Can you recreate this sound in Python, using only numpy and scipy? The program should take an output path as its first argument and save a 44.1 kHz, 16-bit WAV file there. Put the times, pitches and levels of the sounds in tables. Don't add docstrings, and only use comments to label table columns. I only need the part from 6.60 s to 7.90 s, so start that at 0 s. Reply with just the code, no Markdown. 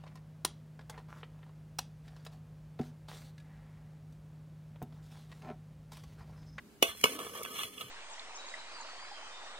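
import sys
import numpy as np
from scipy import signal
from scipy.fft import rfft, irfft
from scipy.io import wavfile
from scipy.ndimage import uniform_filter1d

SR = 44100
rng = np.random.default_rng(int(sys.argv[2]) if len(sys.argv) > 2 else 0)


def bounce(signal):
    frames = np.transpose(np.atleast_2d(signal))
    limited = np.clip(frames, -1, 1)
    pcm = np.round(limited * 32767).astype(np.int16)
    wavfile.write(sys.argv[1], SR, pcm)


def volts(x):
    e = np.asarray(x, float) / 20
    return 10 ** e


N = 57330

# pitch_hz, first_blow_db, second_blow_db, light_contact_db, t60_s
POT_MODES = [(207, -27, -39, -24, 0.017), (272, -43, -30.5, -6, 0.073), (524.7, -23.5, -28, -7, 0.077),
             (270, -55, -17.5, -20, 0.025), (340, -14.5, -20, -20, 0.034), (401, -20.5, -26, -10, 0.06),
             (438.7, -25.5, -20.5, -5.5, 0.13), (478.6, -15.5, -18, -2.5, 0.063),
             (581, -30.5, -45, -33, 0.093), (618, -41, -28.5, -10, 0.089), (666, -32.5, -58, -16, 0.23)]
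RIM_MODES = [(1004, -41.5, -21.5, -9, 0.047), (1115, -23.5, -20, -4.5, 0.058),
             (1168.3, -23.5, -18, -0.5, 0.054), (1254, -31, -25.5, 0, 0.059), (1514, -38, -40.5, -12, 0.28),
             (1717, -71, -40, -12, 0.18), (1765, -27, -28.5, -0.5, 0.029), (1864, -30, -39, -15, .08)]
SKIMMER_MODES = [(2060, -28.5, -66, -7, 0.12), (2230, -24, -21.5, -8.5, 0.11),
                 (2307, -27.5, -35, -1.5, 0.081), (2593, -21, -54, -3.5, 0.13), (2740, -49, -11, 4, 0.03),
                 (2889, -14.5, -11.5, 2, 0.045), (2968, -13, -13, 1.5, 0.038), (3123, -42, -27, -1.5, 0.07),
                 (3269, -24.5, -55, 1, 0.047), (3350, -22, -25, 3.5, 0.07), (3514, -26, -30, -4, 0.094),
                 (3710, -45, -53, -9.5, 0.12), (4290, -33, -53, -22, 0.11), (4150, -50, -36, -8, 0.15)]
# pitch_hz, density_db (per Hz)
SHIMMER_COLOUR = [(2240, 7.5), (3800, -4.5), (4860, 1), (6610, 3.5), (7360, -8.5), (8770, 6), (11200, 2),
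                  (12400, 3.5), (16000, -3)]
LIGHT_CONTACT = 3


def evened(x):
    return x / np.sqrt(np.mean(x ** 2) + 1e-20)


def read(points, hz):
    f, value = np.transpose(points)
    return np.interp(np.log(hz + 1), np.log(f + 1), value)


def coloured(x, points):
    hz = np.fft.rfftfreq(x.shape[-1], 1 / SR)
    floor = (points[0][0] * 0.077, -60)
    gain = volts(read([floor] + list(points), hz))
    return irfft(rfft(x) * evened(gain), x.shape[-1])


def slow_noise(size):
    return evened(uniform_filter1d(rng.standard_normal(N), size))


def dying(start, db, t60):
    t = np.arange(N) / SR - start
    rise = np.clip(t / 0.00065, 0, 1)
    return (t >= 0) * volts(db - 60 * np.maximum(t, 0) / t60) * rise


def mode(row, column, damping, skew):
    t = np.arange(SR // 4) / SR
    hz, t60 = row[0], damping * row[4]
    turn = 2 * np.pi * hz * t + 0.27 * skew * np.log(hz / 200)
    return volts(row[column] - 60 * t / t60) * np.sin(turn)


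def ring(drive, modes, column, damping=0.7, bloom_s=0.0016):
    skews = rng.standard_normal((len(modes), 2, 1))
    bloom = 1 - np.exp(-np.arange(SR // 4) / SR / bloom_s)
    body = bloom * sum(mode(m, column, damping, skew) for m, skew in zip(modes, skews))
    return signal.fftconvolve(drive[None], body, axes=1)[:, :N]


def metal_noise(points):
    same, peak_db, peak_width_hz, count = 0.7, 12, 30, 160
    noise, hz = rng.standard_normal((3, N)), np.fft.rfftfreq(N, 1 / SR)
    ports = same * noise[0] + np.sqrt(1 - same ** 2) * noise[1:]
    peaks = np.zeros(len(hz))
    at = (rng.uniform(3600, 16000, count) * N / SR).astype(int)
    peaks[at] = rng.exponential(1, count)
    offset_hz = np.arange(-300, 301) * SR / N
    resonance = 1 / (1 + (offset_hz / peak_width_hz * 2) ** 2)
    fine = np.sqrt(1 + volts(2 * peak_db) * np.convolve(peaks, resonance, "same"))
    fine = fine / uniform_filter1d(fine, size=1500)
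    return coloured(irfft(rfft(ports) * fine, N), points)


def hum():
    # pitch_hz, density_db (per Hz)
    hum_colour = [(35, -55), (62, -30), (83, -2.5), (118, -9.5), (220, 0.5), (363, -9.5), (516, -16),
                  (16000, -29.5)]
    # pitch_hz, likeness (0 to 1)
    hum_likeness = [(60, 0.84), (380, 0.79), (2400, 0.033), (15000, 0.05)]
    frames, hz = N // 256 + 5, np.fft.rfftfreq(1024, 1 / SR)
    a, b, c, d, patches = rng.standard_normal((frames, 513, 5)).T
    patches = evened(uniform_filter1d(uniform_filter1d(patches, 4, 0), 8, 1))
    same = np.clip(read(hum_likeness, hz), -1, 1)[:, None]
    left = a + 1j * b
    right = same * left + np.sqrt(1 - same ** 2) * (c + 1j * d)
    z = np.array([left, right]) * volts(read(hum_colour, hz)[:, None] + 0.5 * patches)
    return volts(-58.5) * evened(signal.istft(z, nperseg=1024, noverlap=768)[1][:, :N])


def motor():
    hz = 409 + 3 * slow_noise(2000)
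    return volts(-67) * np.sin(2 * np.pi * np.cumsum(hz) / SR)


def bumps():
    # start_s, pitch_hz, level_db, t60_s
    bump_events = [
        (0.225, 90, -35, .025),
        (0.283, 81, -43.5, 0.086),
        (0.438, 90, -29, 0.03),
        (.5650, 60.6, -53, .04),
        (.8300, 40, -64, .05),
        (1.042, 113, -47, 0.098),
        (1.1400, 117, -65, 0.023),
        (1.233, 126, -49.5, 0.16),
    ]
    t, out = np.arange(N) / SR, np.zeros(N)
    for start, hz, db, t60 in bump_events:
        swing = np.sin(2 * np.pi * hz * (t - start))
        out += dying(start, db, t60) * np.clip((t - start) * hz, 0, 1) * swing
    return out


def yard(x):
    same, t60_s, first_s = 0.59, 0.2, 0.0059
    taps = np.zeros((2, SR // 2))
    at = np.arange(0, SR // 2 - 20, 20) + rng.integers(0, 20, (2, (SR // 2 - 1) // 20))
    np.put_along_axis(taps, at, rng.choice([-1., 1.], at.shape), 1)
    taps[0] = same * taps[1] + (1 - same) * taps[0]
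    t = np.arange(SR // 2) / SR
    tail = taps * volts(-60 * t / t60_s) * (t > first_s)
    return signal.fftconvolve(x, tail / np.linalg.norm(tail[0]), axes=1)[:, :N]


def rub(slips, modes, best_hz):
    out = np.zeros((2, N))
    for m in modes:
        wander_db = 2.5 * slow_noise(round(0.035 * SR))
        favour_db = 5.5 * np.exp(-(np.log(m[0] / best_hz) / 0.074) ** 2)
        drive = slips * volts(wander_db + favour_db) * rng.choice([-1., 1.], N)
        tone = mode(m, LIGHT_CONTACT, 0.8, rng.standard_normal((2, 1)))
        out += signal.fftconvolve(drive[None], tone, axes=1)[:, :N]
    return out


def scrape():
    # start_s, pressure_db, then pot_db, rim_db and hiss_db (stroke speed) relative to pressure
    stroke = [(0.269, -37, -15, -8, 1.5), (0.334, -51, -23, -5, -4), (.39, -60, -15, -9, 8.5),
              (0.478, -45, -2.5, -12, 1), (0.552, -50.5, 4, 4.5, 7.5), (0.582, -56, 6.5, 0.5, 0),
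              (0.607, -48.5, 3, 1, 2.5), (0.679, -52.5, -3, 3, 4.5), (0.716, -59, 3.5, -0.5, 8),
              (0.768, -48.5, -5, 3.5, 4), (0.804, -53, 5.5, 4.5, 5.5), (.821, -60, 6, 8, 9.5),
              (.84, -52.5, -5.5, -3, 1), (.87, -52, -6, -7, 1.5), (0.918, -51, -4, -2.5, 3),
              (0.992, -39.5, -17.5, -8, -2.5), (1.042, -44.5, -14, -3.5, 2.5), (1.117, -58, -8, -7.5, 2),
              (1.218, -47.5, -7, -2.5, -0.5), (1.268, -55, -12, -4.5, -1.5)]
    # start_s, skimmer_hz, pot_hz, rim_hz
    contact_path = [(.27, 3500, 600, 1520), (.33, 4150, 250, 1520), (.43, 4150, 252, 1480),
                    (.49, 2100, 267, 1090), (.57, 3060, 268, 1110), (.61, 3030, 392, 1180),
                    (.7, 3170, 448, 1170), (.78, 3170, 520, 1160), (.86, 3080, 438, 1200),
                    (.97, 2830, 483, 1213), (1.04, 2970, 470, 1340), (1.12, 3070, 456, 1270),
                    (1.22, 3070, 488, 1330)]
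    slips_per_s, spread_db, start_s = 2200, 4.5, 0.24
    t = np.arange(N) / SR
    s, press_db, pot_db, rim_db, hiss_db = np.transpose(stroke)
    path_s, skimmer_hz, pot_hz, rim_hz = np.transpose(contact_path)
    strength = volts(spread_db * np.minimum(rng.exponential(1, N), 4))
    slips = strength * (rng.random(N) < slips_per_s / SR)
    grit = 0.77 + 0.32 * evened(uniform_filter1d(slips, 60))
    layers = [(rub(slips, SKIMMER_MODES, np.interp(t, path_s, skimmer_hz)), 0),
              (rub(slips, POT_MODES, np.interp(t, path_s, pot_hz)), pot_db),
              (rub(slips, RIM_MODES, np.interp(t, path_s, rim_hz)), rim_db),
              (grit * metal_noise(SHIMMER_COLOUR), hiss_db)]
    fade_in = np.clip((t - start_s) / 0.064, 0, 1)
    return fade_in * sum(volts(np.interp(t, s, press_db + db)) * evened(x) for x, db in layers)


def ticks():
    # start_s, pot_db, skimmer_db, shimmer_db
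    tick_events = [(.3714, -64, -46.5, -48), (.4118, -70, -52, -37), (.2385, -38, -44, -42),
                   (.2440, -48, -38, -38), (.2500, -54, -34, -42), (.2630, -65, -60, -51),
                   (.2800, -65, -35, -52), (.3490, -49.5, -71, -60), (.4500, -48, -32.5, -39),
                   (.4560, -21, -23, -36), (.4650, -55, -37.5, -43.5), (.4700, -53, -32, -59),
                   (.4820, -49, -30.5, -49), (.4970, -51, -35, -56), (.5690, -50, -72, -66),
                   (.5899, -29.5, -31.5, -37.5), (0.6, -28, -34, -63), (.6650, -37.5, -44.5, -84),
                   (.7660, -44, -51, -55), (.7850, -49, -40, -59), (.8240, -59, -43.5, -60),
                   (.8315, -65, -52, -34), (.8450, -41, -45, -55), (.8495, -34.5, -36.5, -42),
                   (.8590, -31, -44.5, -53), (.9556, -45.5, -43.5, -69), (.9680, -52.5, -40.5, -55),
                   (.9840, -44, -41, -59), (1.0000, -64, -33, -44), (1.0130, -61, -27.5, -58),
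                   (1.0330, -39, -33.5, -39), (1.0420, -68, -35, -58), (1.0510, -60, -35, -54),
                   (1.1801, -62, -33.5, -59), (1.1996, -47, -41, -55), (1.2095, -40.5, -31, -41.5),
                   (1.2140, -39.5, -31, -54), (1.2230, -46, -41, -56)]
    drive, shimmer = np.zeros((2, N)), np.zeros(N)
    for start, pot_db, skimmer_db, shimmer_db in tick_events:
        drive += volts([[pot_db], [skimmer_db]]) * dying(start, -10.5, 3.11 * 0.00096)
        shimmer += dying(start, shimmer_db, 0.035)
    pot, skimmer = drive * rng.standard_normal(N)
    touch = dict(column=LIGHT_CONTACT, damping=0.45, bloom_s=0.00035)
    out = ring(pot, POT_MODES + RIM_MODES, **touch)
    out += ring(skimmer, SKIMMER_MODES, **touch)
    return out + metal_noise(SHIMMER_COLOUR) * shimmer


def blows():
    # start_s, crack_db, crack_t60_s, shimmer_db, shimmer_t60_s
    blow_events = [
        (.2250, -12, 0.0135, -23.5, 0.069),
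        (.4392, -12, 0.017, -26, 0.1),
    ]
    # pitch_hz, density_db (per Hz)
    crack_colour = [(100, -11), (500, 3.5), (1280, 0.5), (1750, -5.5), (2900, 3), (3950, -7.5), (6000, 0),
                    (8000, -12.5), (12900, -6), (16000, -13)]
    contact_s, skid_s, skid_db = 0.0013, 0.00067, -37
    t, out = np.arange(N) / SR, np.zeros((2, N))
    for k, (start, crack_db, crack_t60, shimmer_db, shimmer_t60) in enumerate(blow_events):
        push = np.sin(np.pi * np.clip((t - start) / contact_s, 0, 1)) ** 2
        snap = 1. * (np.arange(N) == round(start * SR))
        out += ring(push / push.sum(), POT_MODES, column=k + 1)
        out += ring(snap, RIM_MODES + SKIMMER_MODES, column=k + 1)
        skid = (t < start) * volts(crack_db + skid_db) * np.exp(np.minimum(t - start, 0) / skid_s)
        out += metal_noise(crack_colour) * (dying(start, crack_db, crack_t60) + skid)
        out += metal_noise(SHIMMER_COLOUR) * dying(start, shimmer_db, shimmer_t60)
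    return out


def from_the_right(metal):
    # pitch_hz, lag_ms
    left_lag = [(340, .14), (700, .1), (1050, .27), (1550, .21), (1900, .24), (2240, .08), (2600, .17),
                (2930, .34), (3300, .3), (4100, .29), (8600, .25), (10300, .29), (13000, .3)]
    # pitch_hz, difference_db
    left_level = [(60, 1), (300, -0.5), (1290, -2), (2600, -1), (4400, -2), (8100, 2), (15000, -0.6)]
    hz = np.fft.rfftfreq(N, 1 / SR)
    lag_s = read(left_lag, hz) / 1000 * np.array([[1], [0]])
    late = np.exp(-2j * np.pi * hz * lag_s)
    level = volts(read(left_level, hz) * np.array([[.5], [-.5]]))
    return irfft(rfft(metal) * late * level, N)


def scene():
    hit = blows()
    metal = ticks() + scrape() + hit + volts(-14.5) * yard(hit)
    low_cut = signal.butter(3, 189, "high", fs=SR, output="sos")
    metal = signal.sosfilt(low_cut, metal)
    return from_the_right(metal) + hum() + motor() + bumps()


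def low_pass(x):
    return signal.sosfilt(signal.butter(12, 16470, fs=SR, output="sos"), x)


def record(dry):
    gate_db, gate_from_hz, top_hz, loud_top_hz = -3, 1400, 15800, 16100
    drop_share, drop_db = 0.11, -30
    hz, t, z = signal.stft(dry, SR, nperseg=1024, noverlap=768)
    power = (abs(z) ** 2).mean(0)
    nearby = uniform_filter1d(power, size=16, axis=0) + 1e-20
    over_db = 10 * np.log10(power / nearby + 1e-9) - gate_db
    gain = 1 / (1 + np.exp(-over_db / 1.5))
    luck = rng.standard_normal((len(hz) // 4 + 1, len(t)))
    luck = evened(uniform_filter1d(luck, size=14, axis=1))
    held = uniform_filter1d(power, size=9, axis=1) + 1e-20
    band = uniform_filter1d(held, size=4, axis=0, origin=-2)
    strength = np.log(band / uniform_filter1d(held, size=40, axis=0))
    luck = luck + .45 * strength[::4] + 1.2 * (hz[::4, None] < 3000)
    luck = luck.repeat(4, axis=0)[:513]
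    gain = gain * np.where(luck < np.quantile(luck, drop_share), volts(drop_db), 1)
    total = power.sum(0)
    jump = total > 4 * uniform_filter1d(total, size=13)
    untouched = (hz[:, None] < gate_from_hz) | jump
    gain = np.where(untouched, hz[:, None] < loud_top_hz, gain * (hz[:, None] < top_hz))
    mix = signal.istft(z * gain, SR, nperseg=1024, noverlap=768)[1][:, :N]
    return low_pass(mix)


dry = scene()
out = record(dry)
bounce(out)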